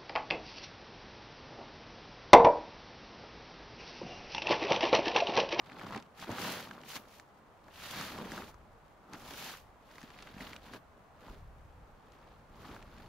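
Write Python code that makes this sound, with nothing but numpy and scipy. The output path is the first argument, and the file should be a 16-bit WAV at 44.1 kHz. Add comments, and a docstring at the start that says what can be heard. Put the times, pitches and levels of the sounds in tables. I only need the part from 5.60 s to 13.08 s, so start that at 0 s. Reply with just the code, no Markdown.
"""In a quiet forest, a plastic tarp is folded and pushed into a small shelter on mossy ground.
Its loose panels billow and flop dully, its creases crackle and snap as they buckle, and it
hisses where it slides over itself. Knees and hands press into the moss with soft thuds and
a low rumble. Faint air moves in the trees, and the trunks scatter a little sound back."""
import sys
import numpy as np
from scipy import signal
from scipy.fft import rfft, irfft, next_fast_len
from scipy.io import wavfile
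from scipy.ndimage import uniform_filter1d

SR = 44100
rng = np.random.default_rng(int(sys.argv[2]) if len(sys.argv) > 2 else 0)


def to_wav(s):
    """Save 16-bit WAV."""
    ch = np.atleast_2d(s).T  # columns
    pcm = np.round(np.clip(ch, -1, 1) * 32767)  # PCM
    wavfile.write(sys.argv[1], SR, pcm.astype(np.int16))


N = 329868
TIME = np.arange(N) / SR

# Table levels are relative: each sound also has a gain of its own.
# Tone of the air in the trees and of the ground's rumble: f/Hz, level/dB
AIR_TONE = [(15, -17), (50, -2), (120, 0), (280, -7), (450, 0.5), (800, 1.5), (1100, -1), (1500, -7),
            (2000, -12), (3200, -21), (5000, -28.5), (8000, -30.5), (13000, -39), (16000, -36)]
GROUND_TONE = [(10, -23), (25, -1.5), (55, -2), (90, -4.5), (160, -12.5), (400, -58.5)]
# Tone of the tarp as it slides, billows and creases: f/Hz, level/dB
SLIDE_TONE = [(300, -16), (1000, -32), (2500, 10), (4500, 7), (7000, 3.5), (8000, -4.5), (10000, -2),
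              (13000, 0), (15500, -4.5)]
BILLOW_TONE = [(40, -27), (80, -4.5), (130, -1), (240, 1.5), (350, -3.5), (520, -5), (780, -4.5),
               (1100, -7.5), (1800, -13.5), (3500, -36)]
CREASE_TONE = [(200, -28), (520, -4.5), (780, -0.5), (1150, -2), (1600, -.5), (2200, -1.5), (3200, -5),
               (4500, -7), (6800, -22.5), (8500, -27.5), (15000, -14)]
# Stereo width of the air and of the tarp: f/Hz, side level/dB (higher is wider)
AIR_WIDTH = [(50, 2), (250, -8), (700, -7), (1500, -2.5), (3000, -2), (10000, -1)]
TARP_WIDTH = [(60, -27), (200, -56), (700, -16), (1300, -9), (2400, -5), (4400, -3.5), (8000, 0.5),
              (15000, 0.5)]
# The body shifts its weight on the moss: crest t/s, rise/s, fall/s, level/dB
WEIGHT_SHIFTS = [(0.3, .15, .12, -68), (2.38, 0.33, 0.33, -59.5), (2.85, .3, 0.54, -58.5),
                 (3.68, .15, 0.18, -62), (4.08, 0.21, .12, -60.5), (4.8, 0.47, 1, -61),
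                 (5.8, 0.18, 0.63, -53), (7.35, 1, 0.55, -56.5)]
# Each pull, fold or push of the tarp:
# crest t/s, rise/s, fall/s, billow level/dB, crease level/dB, slide level/dB
TARP_STROKES = [(0.09, .08, 0.17, -58, -61.5, -82), (0.24, 0.11, 0.17, -48.5, -55.5, -74.5),
                (0.36, 0.05, 0.044, -47, -50, -76), (0.63, .06, .035, -57.5, -51, -61),
                (0.715, 0.047, 0.064, -43, -48.5, -65.5), (0.86, 0.12, 0.18, -44.5, -42, -51.5),
                (1.12, 0.11, 0.23, -55.5, -61.5, -78), (1.335, 0.077, 0.052, -67, -53, -56.5),
                (1.365, 0.019, 0.015, -49.5, -46.5, -51.5), (1.42, 0.12, 0.079, -61, -71, -75.5),
                (1.54, 0.076, 0.083, -76, -66, -69), (2.08, 0.043, 0.037, -60.5, -74.5, -81),
                (2.27, .12, 0.092, -60, -49.5, -57.5), (2.40, 0.052, .04, -56, -46.5, -63),
                (2.42, 0.15, .16, -49.5, -45.5, -55), (2.62, 0.13, 0.13, -46.5, -53.5, -68),
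                (2.77, 0.11, 0.11, -47, -52, -61), (2.895, .03, 0.015, -56, -74, -65.5),
                (3.52, 0.11, 0.19, -60, -81, -92), (3.545, 0.031, 0.035, -50, -57, -74),
                (3.73, 0.17, 0.17, -55, -56, -61.5), (3.86, .13, 0.12, -58, -49.5, -54.5),
                (4.40, 0.15, 0.15, -67, -63, -73), (4.62, 0.21, 0.36, -61.5, -60.5, -77),
                (4.82, 0.048, 0.15, -53.5, -53, -66), (5.06, .04, 0.069, -59, -58.5, -74),
                (5.15, 0.042, 0.028, -49.5, -55, -66.5), (5.70, 0.12, .11, -56.5, -63.5, -76),
                (6.62, 0.24, 0.25, -65, -70.5, -87), (7.10, 0.16, 0.16, -53, -59, -72.5),
                (7.39, 0.16, 0.54, -60.5, -65.5, -79)]
# Loose folds flop over, knees and hands land on the moss: t/s, level/dB, f/Hz
SOFT_BLOWS = [(0.692, -34.5, 225), (0.702, -39, 115), (0.723, -37, 164), (2.721, -36, 300),
              (3.535, -50, 230), (4.437, -42, 240), (4.744, -44, 170), (4.766, -40, 208), (4.819, -39, 227),
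              (5.144, -49, 234), (5.696, -42, 41.2), (5.823, -44, 90.5), (6.05, -49, 98)]
# Stiff creases buckle: t/s, level/dB, f/Hz, tick level/dB (relative to its snap)
BIG_SNAPS = [(0.098, -38, 1940, -26.5), (0.119, -36.5, 1810, -20), (0.146, -46, 1300, -16),
             (0.195, -34.5, 1830, -18), (0.213, -32.5, 1300, -24), (0.267, -35, 1000, -15),
             (0.307, -37, 1010, -24), (0.323, -30.5, 1070, -20), (0.335, -32, 990, -28),
             (0.347, -28.5, 1780, -23), (0.361, -27.5, 1070, -14), (0.376, -34, 2180, -11),
             (0.425, -44, 2500, -5.5), (0.599, -42.5, 2490, 1.5), (0.626, -33.5, 1050, -17),
             (0.692, -30, 720, -20), (0.716, -35, 1320, -2), (0.784, -26, 1440, -21),
             (0.849, -27, 1220, -18), (1.003, -31.5, 1330, -25), (1.072, -36, 1000, -25),
             (1.111, -30, 1420, -19), (1.18, -39, 1400, -27), (1.214, -43, 3000, -10),
             (1.235, -39, 2150, -20), (1.303, -35, 3030, -9), (1.356, -29.5, 3260, -8),
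             (1.366, -30, 2070, -7), (1.598, -39.5, 1500, -4), (2.042, -55, 3800, -15),
             (2.083, -43.5, 1700, -18), (2.411, -29.5, 1120, -6), (2.586, -31.5, 1000, -13.5),
             (2.719, -29, 1900, -9), (2.778, -29, 1270, -14), (2.905, -55, 1360, -8),
             (2.943, -43.5, 1190, -12), (3.534, -35.5, 1810, -2), (4.313, -48, 2390, -5),
             (4.356, -41.5, 2150, -11), (4.382, -36, 1560, -14), (4.416, -41, 1490, -6),
             (4.43, -42, 1690, -8), (4.503, -40.5, 1800, -10.5), (4.588, -37, 2530, -15.5),
             (4.624, -42.5, 2960, -4), (4.672, -37, 1700, -18), (4.782, -39, 1900, -12),
             (4.807, -31.5, 1940, -22), (4.932, -30, 2470, -19), (4.963, -32, 2720, -11.5),
             (5.136, -34.5, 1620, -11.5), (5.683, -41, 1090, -18), (6.52, -54, 3000, 1),
             (7.054, -40, 1120, -26), (7.102, -41, 990, -22), (7.164, -38.5, 1340, -21),
             (7.226, -40.5, 2320, -10.5), (7.382, -45, 2260, -9)]


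def amp(db):
    """Turns decibels into a gain."""
    return 10 ** (np.asarray(db) / 20)


def unit(x):
    """Scales a signal to an average (rms) level of one."""
    return x / np.sqrt(np.mean(x ** 2) + 1e-20)


def colour(x, tone):
    """Filters a sound by a curve drawn through (f/Hz, level/dB) points."""
    hz, db = np.transpose(tone)
    size = next_fast_len(N + SR // 10)
    log_hz = np.log(np.fft.rfftfreq(size, 1 / SR) + 1)
    gain = amp(np.interp(log_hz, np.log(hz), db))
    return irfft(rfft(x, size) * gain, size)[..., :N]


def add(mix, start_s, sound):
    """Lays a two-channel sound into the mix."""
    part = mix[:, max(round(start_s * SR), 0):][:, :sound.shape[1]]
    part += sound[:, :part.shape[1]]


def stereo(pair, width):
    """Makes left and right from mid (what both ears share) and side (what sets them apart)."""
    mid, side = pair[0], colour(pair[1], width)
    return np.array([mid + side, mid - side])


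def hiss(tone, width):
    """Stereo noise of a given tone and width."""
    return stereo(unit(colour(rng.standard_normal((2, N)), tone)), width)


def flicker(samples):
    """A random wobble, smoothed over this many samples."""
    return unit(uniform_filter1d(rng.standard_normal(N), size=samples))


def scatter(t60):
    """Two clouds of tiny echoes that fade by 60 dB in t60 seconds."""
    t = np.arange(int(t60 * SR) + 2) / SR
    tail = rng.standard_normal((len(t), 2)).T * amp(-60 * t / t60)
    return tail / np.linalg.norm(tail, axis=1, keepdims=True)


def swells(moves, rest_db, column, drop_db=12):
    """Gain over time: each move builds to a crest and fades, on top of a steady resting level."""
    t = TIME[::32]
    power = amp(rest_db) ** 2
    for move in moves:
        crest, rise, fall = move[:3]
        before = (np.maximum(crest - t, 0) / rise) ** 2
        after = (np.maximum(t - crest, 0) / fall) ** 1.82
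        power = power + amp(move[column] - drop_db * (before + after)) ** 2
    return np.interp(TIME, t, np.sqrt(power))


def air_in_trees(level_db=-62.5):
    """Distant air moves through the trees with a faint, steady rush."""
    return amp(level_db) * hiss(AIR_TONE, AIR_WIDTH)


def ground_rumble(gain_db=-1):
    """The mossy ground rumbles as weight shifts on it."""
    weight = swells(WEIGHT_SHIFTS, rest_db=-72.5, column=3)
    return amp(gain_db) * weight * hiss(GROUND_TONE, width=[(30, -17), (100, -11)])


def trunk_echoes(sound, gain_db=-19, t60=0.21):
    """Tree trunks throw back a faint, short tail of echoes."""
    tail = signal.oaconvolve(sound, scatter(t60), axes=1)[:, :N]
    return amp(gain_db) * colour(tail, [(100, 1), (700, 8), (3000, -16), (12000, 14)])


def buckle(hz, cycles, flutter_db=-4, flutter_t60=0.032):
    """A patch of tarp pops through, and its dying swing runs on through nearby folds: (mid, side)."""
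    turns = np.arange(int(10 * cycles * SR / hz) + 2) * hz / SR
    swing = turns / cycles * np.exp(1 - turns / cycles) * np.sin(2 * np.pi * turns)
    paths = scatter(flutter_t60) * [[amp(flutter_db)], [1]]
    paths[0, 0] += 1  # the direct path
    return signal.fftconvolve(paths, swing[None], axes=1)


def buckling_patches(per_s, low_hz, high_hz, cycles, spread_db, sizes=40):
    """Patches of many sizes buckle at random; a higher rate sounds denser but no louder."""
    at = np.flatnonzero(rng.random(N) < per_s / SR)
    patch, sign, strength = rng.random((N, 3))[at].T
    push_db = spread_db * np.minimum(-np.log(1 - strength), np.pi)
    push = np.sign(sign - .5) * amp(push_db)
    out = np.zeros((2, N))
    for k, hz in enumerate(np.geomspace(low_hz, high_hz, sizes)):
        clicks = np.zeros((1, N))
        clicks[0, at] = push * (np.floor(patch * sizes) == k)
        pops = signal.oaconvolve(clicks, buckle(hz, cycles), axes=1)[:, :N]
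        out += hz * pops  # small patches are brief but sharp
    return unit(out / np.sqrt(per_s))


def flops(cycles=0.47):
    """Soft blows from folds, knees and hands push air without ringing."""
    out = np.zeros((2, N))
    for start_s, db, hz in SOFT_BLOWS:
        add(out, start_s, amp(db) * buckle(hz, cycles, flutter_db=-54))
    return out


def sliding(drag, gain_db=5, grip_db=0.2, slips_per_s=200, slip_t60=0.021, slip_db=-7):
    """The woven tarp rubs over itself; where it catches, it lets go with a jerk that dies away."""
    grip = amp(gain_db + grip_db * flicker(130))
    jerks = rng.exponential(1, N) * (rng.random(N) < slips_per_s / SR)
    decay = np.exp(-np.log(1000) / (slip_t60 * SR))
    slips = signal.lfilter([1], [1, -decay], jerks)
    return drag * grip * unit(1 + amp(slip_db) * slips) * hiss(SLIDE_TONE, TARP_WIDTH)


def billowing(flex, gain_db=1):
    """Wide, loose panels wobble as the tarp is lifted and laid down."""
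    panels = buckling_patches(per_s=1600, low_hz=78.3, high_hz=1616, cycles=0.59, spread_db=2, sizes=30)
    return amp(gain_db) * flex * unit(colour(panels, BILLOW_TONE))


def creasing(crush, drag, gain_db=-1, base_per_s=1300, dense_db=-66, clump_db=1.44):
    """Fine creases rustle in slow handling and merge into a rush when the tarp slides."""
    per_s = np.minimum(base_per_s * (1 + (drag / amp(dense_db)) ** 2), SR / 2)
    crackle = buckling_patches(per_s, low_hz=475, high_hz=9700, cycles=0.34, spread_db=3)
    clumps = amp(gain_db + clump_db * flicker(500))  # creases give way in small groups
    return crush * clumps * unit(colour(crackle, CREASE_TONE))


def snap(hz, tick_db, cycles=0.35, tick_boost_db=4, tick_hz=5300, lag_s=0.0003):
    """A stiff crease pops, and a sharper tick follows as the buckle reaches its tip."""
    out = np.zeros((2, SR // 20))
    pop = buckle(hz, cycles, flutter_db=4, flutter_t60=0.02)
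    size_gain = np.sqrt(2 * cycles * SR / hz)  # wider creases hold more energy
    add(out, 0, pop * size_gain / np.linalg.norm(pop[0]))
    tick = buckle(tick_hz, cycles=0.37, flutter_db=2, flutter_t60=0.015)
    add(out, lag_s, amp(tick_db + tick_boost_db) * tick)
    return out


def small_snaps(crush, gain_db=13, limit_db=-40, spread_db=1, mid_hz=1700, octaves=0.6, count=340):
    """Small creases snap at random, harder as the tarp is crushed, up to what they can hold."""
    out = np.zeros((2, N))
    starts = rng.integers(0, N, count)
    traits = np.clip(rng.standard_normal((count, 3)), -2, 2)
    for at, (strength, pitch, sharpness) in zip(starts, traits):
        gain = min(crush[at] * amp(gain_db), amp(limit_db)) * amp(spread_db * strength)
        hz = mid_hz * 2 ** (octaves * pitch)
        add(out, at / SR, gain * snap(hz, tick_db=-15 + 2 * sharpness))
    return out


def big_snaps(gain_db=-2):
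    """The big creases give way, each heard by itself."""
    out = np.zeros((2, N))
    for start_s, db, hz, tick_db in BIG_SNAPS:
        add(out, start_s, amp(db + gain_db) * snap(hz, tick_db))
    return out


def scene():
    """Among the trees, each stroke flexes, crushes and drags the tarp, which never lies quite still."""
    background = ground_rumble() + air_in_trees()
    flex = swells(TARP_STROKES, rest_db=-69.5, column=3)
    crush = swells(TARP_STROKES, rest_db=-82, column=4)
    drag = swells(TARP_STROKES, rest_db=-88, column=5)
    rub = sliding(drag)
    folds = billowing(flex) + creasing(crush, drag) + small_snaps(crush) + big_snaps() + flops()
    tarp = rub + stereo(folds, TARP_WIDTH)
    return background + trunk_echoes(tarp) + tarp


def record(dry, cutoff_hz=15750):
    """Cuts off the very highest treble."""
    lowpass = signal.firwin(511, cutoff_hz, window=("kaiser", 8), fs=SR)
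    return signal.oaconvolve(dry, lowpass[None], "same")


dry = scene()
out = record(dry)
to_wav(out)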